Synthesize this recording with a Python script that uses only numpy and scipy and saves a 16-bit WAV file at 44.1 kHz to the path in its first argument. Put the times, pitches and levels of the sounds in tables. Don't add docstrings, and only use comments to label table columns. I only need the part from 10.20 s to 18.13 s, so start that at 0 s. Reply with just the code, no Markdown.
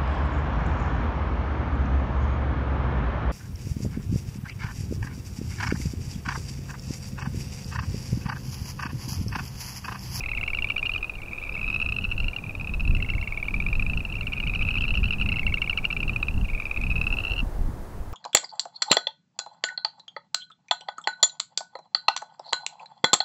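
import sys
import numpy as np
from scipy import signal
from scipy.fft import rfft, irfft, next_fast_len
from scipy.io import wavfile
from scipy.ndimage import uniform_filter1d, map_coordinates

SR = 44100
rng = np.random.default_rng(int(sys.argv[2]) if len(sys.argv) > 2 else 0)


def file_out(sig):
    cols = np.atleast_2d(sig).T
    lim = np.clip(cols, -1, 1)
    pcm = np.round(lim * 32767).astype(np.int16)
    wavfile.write(sys.argv[1], SR, pcm)


N = 349713


def amp(db):
    return 10 ** (np.asarray(db) / 20)


def unit(x):
    return x / np.sqrt(np.mean(x ** 2) + 1e-20)


def curves(rows, s):
    times, *columns = np.transpose(rows)
    return [np.interp(s, times, column) for column in columns]


def wobble(rate):
    knots = rng.standard_normal(int(N * rate / SR) + 4)
    return map_coordinates(knots, [np.arange(N) * rate / SR])


def colour(points):
    f, db = np.transpose(points)
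    return lambda hz: amp(np.interp(np.log(hz + 1), np.log(f + 1), db))


def filtered(x, response):
    m = next_fast_len(N + 8192)
    gain = response(np.fft.rfftfreq(m, 1 / SR))
    return irfft(rfft(x, m) * gain, m)[:N]


def rush(spectrum, patchy_db):
    z = signal.stft(rng.standard_normal(N), nperseg=512)[2]
    field = uniform_filter1d(rng.standard_normal(z.shape), size=6, axis=0)
    field = uniform_filter1d(field, size=12, axis=1)
    noise = signal.istft(z * amp(patchy_db * unit(field)), nperseg=512)[1][:N]
    return unit(filtered(noise, colour(spectrum)))


def placed(s, rows):
    at = np.round(s * SR).astype(int)[:, None] + np.arange(rows.shape[1])
    return np.bincount(at.ravel(), rows.ravel(), N + SR)[:N]


def swell(t, peak_s):
    u = t / peak_s
    return (u * np.exp(1 - u)) ** 2


# (time [s], slow push level [dB], faster flutter level [dB]), before the random lumps
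GUSTS = [(0.0, -35, -43), (0.06, -32, -44.5), (1.26, -39, -47), (1.59, -33, -38.5), (2.07, -23, -36),
         (2.16, -41, -42.5), (2.67, -22.5, -34.5), (2.72, -20.5, -30.5), (3.13, -34, -42), (3.66, -25, -33),
         (3.95, -31.5, -36), (4.97, -25, -33), (5.14, -31.5, -32.5), (5.26, -23, -35), (5.67, -35.5, -42.5),
         (5.85, -26.5, -29.5), (6.05, -28.5, -39.5), (6.2, -24.5, -32.5), (6.52, -36.5, -49),
         (6.58, -23.5, -39.5), (6.78, -24.5, -33), (7.33, -27.5, -42), (7.4, -21.5, -35),
         (7.64, -36.5, -44), (7.93, -29, -44.5)]
# (frequency [Hz], relative level [dB])
PUSH_COLOUR = [(5, -20), (10, 7), (32, 7.5), (110, -7), (170, -47), (300, -120)]
FLUTTER_COLOUR = [(45, -34), (85, -0.5), (199, -7), (420, -27), (900, -120)]


def microphone_wind():
    lumps = wobble(14)
    rumble = unit(amp(2 * lumps) * rush(PUSH_COLOUR, patchy_db=0.3))
    flutter_gain = amp(1.25 * lumps + 0.92 * wobble(25))
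    flutter = unit(flutter_gain * rush(FLUTTER_COLOUR, patchy_db=1.5))
    push_db, flutter_db = curves(GUSTS, np.arange(N) / SR)
    return amp(push_db) * rumble + amp(flutter_db) * flutter


# (time [s], grass level [dB], hiss level [dB]), before trims
AIR_LEVELS = [(0.0, -52.5, -64), (1.94, -52.5, -65), (6.69, -50.5, -63.5), (6.93, -47.5, -61.5),
              (7.93, -50, -64.5)]
# (frequency [Hz], relative level [dB])
GRASS_COLOUR = [(150, -90), (250, -10.5), (920, -15.5), (1270, -20.5), (1710, -25), (2060, -28.5),
                (3500, -49), (4550, -77), (7700, -120)]


def grass_rush():
    level_db = curves(AIR_LEVELS, np.arange(N) / SR)[0] + 3.5
    return amp(level_db) * rush(GRASS_COLOUR, patchy_db=0.78)


# (frequency [Hz], relative level [dB])
HISS_COLOUR = [(1470, -39), (2500, 0), (5940, -2), (15800, -5.5)]


def camera_hiss():
    level_db = curves(AIR_LEVELS, np.arange(N) / SR)[1] + 5.0
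    return amp(level_db) * rush(HISS_COLOUR, patchy_db=.3)


# (frequency [Hz], level [dB] before a trim)
WHINE_TONES = [(9426, -86)]


def camera_whine():
    s = np.arange(N) / SR
    drift = 2 * np.pi * np.cumsum(18 * wobble(30)) / SR
    return sum(amp(db + 11.5) * np.sin(2 * np.pi * hz * s + drift) for hz, db in WHINE_TONES)


# (level [dB], tilt [dB per octave of pitch], time to peak [s] before random stretch)
NOTE_PARTIALS = [(-18, -3.5, 0.0016), (0, -2.5, 0.0026), (-24.5, 16, 0.0015), (-37.5, 17, 0.0028),
                 (-50.5, -11, 0.0029)]
HARMONICS = (1, 2, 3, 4, 6)
# (frequency [Hz], level [dB])
SNAP_COLOUR = [(800, -48), (1800, 21.5), (5600, 12), (6100, -13), (11000, -40)]


def notes(s, db, hz):
    t = np.arange(1024) / SR
    luck = rng.standard_normal((len(s), 3 + 2 * len(NOTE_PARTIALS)))
    wander = .012 * luck[:, :1]
    drop = 0.018 * np.tanh((hz[:, None] - 2250) / 60)
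    sag = 1 + (drop + wander) * np.tanh((.003 - t) / 0.0033)
    phase = np.pi * np.cumsum(hz[:, None] * sag, axis=1) / SR
    stretch = np.exp(0.028 * luck[:, 1:2])
    octaves = np.log2(hz[:, None] / 2600)
    tone = 0
    for k, (level_db, tilt_db, peak_s) in enumerate(NOTE_PARTIALS):
        scatter_db = 0.11 * level_db * luck[:, 3 + k:4 + k]
        gain = amp(level_db + tilt_db * octaves + scatter_db)
        start_phase = 3 * luck[:, -1 - k, None]
        wave = np.sin(HARMONICS[k] * phase + start_phase)
        tone = tone + gain * swell(t, peak_s * stretch) * wave
    snap = amp(-41 + 1.1 * luck[:, 2:3]) * swell(t, 0.003) * rng.standard_normal(tone.shape)
    level = amp(db)[:, None]
    return placed(s, level * tone) + filtered(placed(s, level * snap), colour(SNAP_COLOUR))


def through(values, count):
    arc = np.polyfit(np.linspace(0, 1, len(values)), values, len(values) - 1)
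    return np.polyval(arc, np.linspace(0, 1, count))


def trill(row):
    count = round(row[5])
    scatter_db = 0.15 * rng.standard_normal(count)
    db = through(row[6:10], count) + scatter_db
    return np.array([through(row[:5], count), db, through(row[10:], count)])


# (time [s], typical note level [dB], mean pitch [Hz])
FAR_CHORUS = [(0, -38, 2454), (.9, -40.5, 2650), (1, -38.5, 2350), (1.3, -32.5, 2465), (2, -35.5, 2680),
              (2.2, -43, 2595), (3.8, -38, 2614), (4, -39, 2460), (4.7, -33, 2730), (5.2, -36, 2530),
              (6.2, -46, 2705), (6.4, -37, 2384), (7.18, -36.5, 2756), (7.21, -76, 2780)]


def far_frogs():
    luck = rng.standard_normal((520, 3))
    s = np.linspace(0, N / SR, len(luck)) + .009 * np.abs(luck[:, 0])
    db, hz = curves(FAR_CHORUS, s)
    return notes(s, db + 2.5 * luck[:, 1], hz * np.exp(.045 * luck[:, 2]))


# (start, quarter, half, three quarters and end time [s], number of notes,
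# level at start, a third, two thirds and end [dB], strongest partial at start, middle and end [Hz])
NEAR_TRILLS = [(0.0057, 0.1439, 0.3016, 0.4802, 0.6664, 11, -24.6, -19.3, -24.2, -19.8, 2520.0, 2640.0, 2780.0),
               (0.0355, 0.1793, 0.3471, 0.5387, 0.736, 11, -26.9, -21.3, -18.5, -21.9, 2640.0, 2750.0, 2870.0),
               (0.0377, 0.217, 0.4146, 0.644, 0.8951, 16, -27.4, -20.4, -16.1, -20.6, 2170.0, 2340.0, 2550.0),
               (0.4707, 0.5607, 0.6534, 0.7481, 0.8429, 5, -26.5, -21.8, -21.1, -21.4, 2450.0, 2490.0, 2510.0),
               (0.9853, 1.2095, 1.4774, 1.8019, 2.1623, 19, -33.7, -23.4, -19.6, -19.9, 2360.0, 2630.0, 2770.0),
               (1.1307, 1.324, 1.5412, 1.7851, 2.0425, 17, -28.4, -24.4, -17.4, -24.4, 2390.0, 2540.0, 2700.0),
               (1.4423, 1.5005, 1.5603, 1.6238, 1.6932, 5, -22.8, -17.2, -16.8, -21.6, 2430.0, 2610.0, 2600.0),
               (2.1313, 2.2934, 2.4719, 2.6758, 2.8999, 13, -27.3, -25.0, -21.3, -18.5, 2420.0, 2580.0, 2750.0),
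               (2.2633, 2.4323, 2.6234, 2.8413, 3.0753, 16, -30.2, -26.2, -24.8, -27.4, 2420.0, 2580.0, 2720.0),
               (2.8005, 3.0028, 3.2268, 3.4956, 3.804, 19, -29.9, -22.7, -17.3, -24.0, 2150.0, 2320.0, 2520.0),
               (3.1435, 3.3067, 3.4851, 3.6973, 3.9239, 13, -29.0, -26.9, -20.0, -24.5, 2490.0, 2560.0, 2770.0),
               (3.8991, 4.0384, 4.2002, 4.3874, 4.5826, 11, -27.6, -20.2, -22.0, -19.4, 2610.0, 2810.0, 2830.0),
               (3.9399, 4.0894, 4.2654, 4.4703, 4.6876, 14, -31.8, -24.1, -18.5, -21.4, 2380.0, 2510.0, 2670.0),
               (4.1205, 4.294, 4.4798, 4.6883, 4.9065, 14, -25.8, -23.8, -19.1, -15.4, 2440.0, 2600.0, 2750.0),
               (4.135, 4.3356, 4.5658, 4.8304, 5.1179, 13, -28.8, -23.9, -22.1, -19.1, 2300.0, 2420.0, 2610.0),
               (4.4125, 4.4924, 4.5733, 4.6611, 4.7521, 6, -23.4, -21.6, -19.5, -18.2, 2580.0, 2710.0, 2780.0),
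               (4.8553, 4.9329, 5.012, 5.0886, 5.158, 5, -20.9, -18.5, -17.1, -21.9, 2720.0, 2770.0, 2750.0),
               (4.8842, 5.0437, 5.2286, 5.4369, 5.6505, 12, -27.0, -18.9, -14.1, -15.8, 2510.0, 2720.0, 2810.0),
               (5.0954, 5.2876, 5.5011, 5.7491, 6.0277, 18, -30.6, -22.4, -20.3, -14.1, 2170.0, 2300.0, 2560.0),
               (5.3809, 5.4909, 5.614, 5.7454, 5.8786, 8, -23.0, -21.1, -18.7, -22.3, 2520.0, 2660.0, 2720.0),
               (5.7084, 5.7386, 5.769, 5.7997, 5.8306, 3, -22.1, -23.1, -24.2, -25.2, 2730.0, 2740.0, 2760.0),
               (5.932, 6.0172, 6.1046, 6.1937, 6.2824, 6, -29.3, -35.0, -33.2, -34.1, 2730.0, 2720.0, 2760.0),
               (6.1087, 6.1426, 6.1767, 6.2109, 6.2452, 3, -32.6, -32.1, -31.6, -31.2, 2690.0, 2710.0, 2720.0),
               (6.2528, 6.3477, 6.4537, 6.5722, 6.7032, 9, -31.0, -21.2, -19.4, -22.0, 2450.0, 2500.0, 2620.0),
               (6.2887, 6.4659, 6.6654, 6.9029, 7.1792, 17, -30.4, -24.7, -23.9, -21.3, 2290.0, 2510.0, 2790.0),
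               (6.7, 6.814, 6.9381, 7.0682, 7.2013, 9, -25.4, -21.9, -22.6, -21.5, 2530.0, 2650.0, 2740.0),
               (6.7125, 6.8129, 6.9247, 7.0493, 7.1901, 9, -23.0, -15.5, -17.9, -18.7, 2550.0, 2700.0, 2790.0)]
# (time [s], level [dB], pitch [Hz])
SINGLE_NOTES = [(0.262, -30, 2720), (1.1107, -33, 2370), (1.1468, -34, 2500), (1.392, -27, 2560),
                (1.81, -33, 2800), (2.032, -33, 2380), (2.081, -31, 2400), (2.765, -39, 2117),
                (2.803, -32, 2700), (2.861, -34, 2770), (3.438, -34, 2646), (5.061, -38, 2130),
                (0.487, -27.5, 2820), (0.7166, -23, 2725), (0.778, -25.5, 2920), (0.953, -31, 2780),
                (1.017, -33, 2730), (1.465, -25.8, 2590), (1.527, -22, 2600), (3.966, -29, 2750),
                (4.166, -27, 2540), (4.4666, -26, 2590), (5.1668, -20, 2610), (5.2945, -30, 2710),
                (5.461, -31.3, 2834), (6.083, -17, 2544), (6.5425, -31, 2500), (7.079, -23.5, 2700),
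                (7.0976, -25, 2700), (7.1632, -26, 2780)]


def near_frogs():
    trains = [trill(row) for row in NEAR_TRILLS]
    return notes(*np.hstack(trains + [np.transpose(SINGLE_NOTES)]))


def scattered(x):
    t, step = np.arange(SR // 10) / SR, SR // 5
    parts = np.pad(x, (0, -N % step)).reshape(-1, step)
    decay = amp(-60 * t / .07) * (t > .002)
    tails = rng.standard_normal((len(parts), len(t))) * decay
    tails = tails / np.linalg.norm(tails, axis=1, keepdims=True)
    return placed(np.arange(len(parts)) * step / SR, signal.fftconvolve(parts, tails, axes=1))


def frogs():
    far, near = far_frogs(), near_frogs()
    sent = amp(-15) * near + amp(-4) * far
    return near + far + scattered(sent)


# (time [s], level [dB] before a trim and colouring)
DRY_TICKS = [(2.7679, -59), (4.6174, -56.5), (6.613, -53)]


def ticks():
    t = np.arange(2048) / SR
    s, db = np.transpose(DRY_TICKS)
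    crack = rng.standard_normal((len(s), len(t))) * swell(t, 0.0018)
    tick_colour = colour([(1500, -34), (4000, 12), (9000, 3), (13000, -20)])
    return filtered(placed(s, amp(db + 6)[:, None] * crack), tick_colour)


# (time [s], level [dB], frequency [Hz])
LOW_PUFFS = [(7.225, -25, 236), (7.483, -29.5, 256)]


def low_puffs():
    t = np.arange(2048) / SR
    s, db, hz = np.transpose(LOW_PUFFS)
    wave = np.sin(2 * np.pi * hz[:, None] * t)
    return placed(s, amp(db)[:, None] * swell(t, 0.005) * wave)


def scene():
    air = microphone_wind() + grass_rush()
    camera = camera_hiss() + camera_whine()
    return (air + camera + frogs() + ticks() + low_puffs())[None]


def record(dry):
    top_hz = 15760
    return filtered(dry[0], lambda hz: hz < top_hz)[None]


dry = scene()
out = record(dry)
file_out(out)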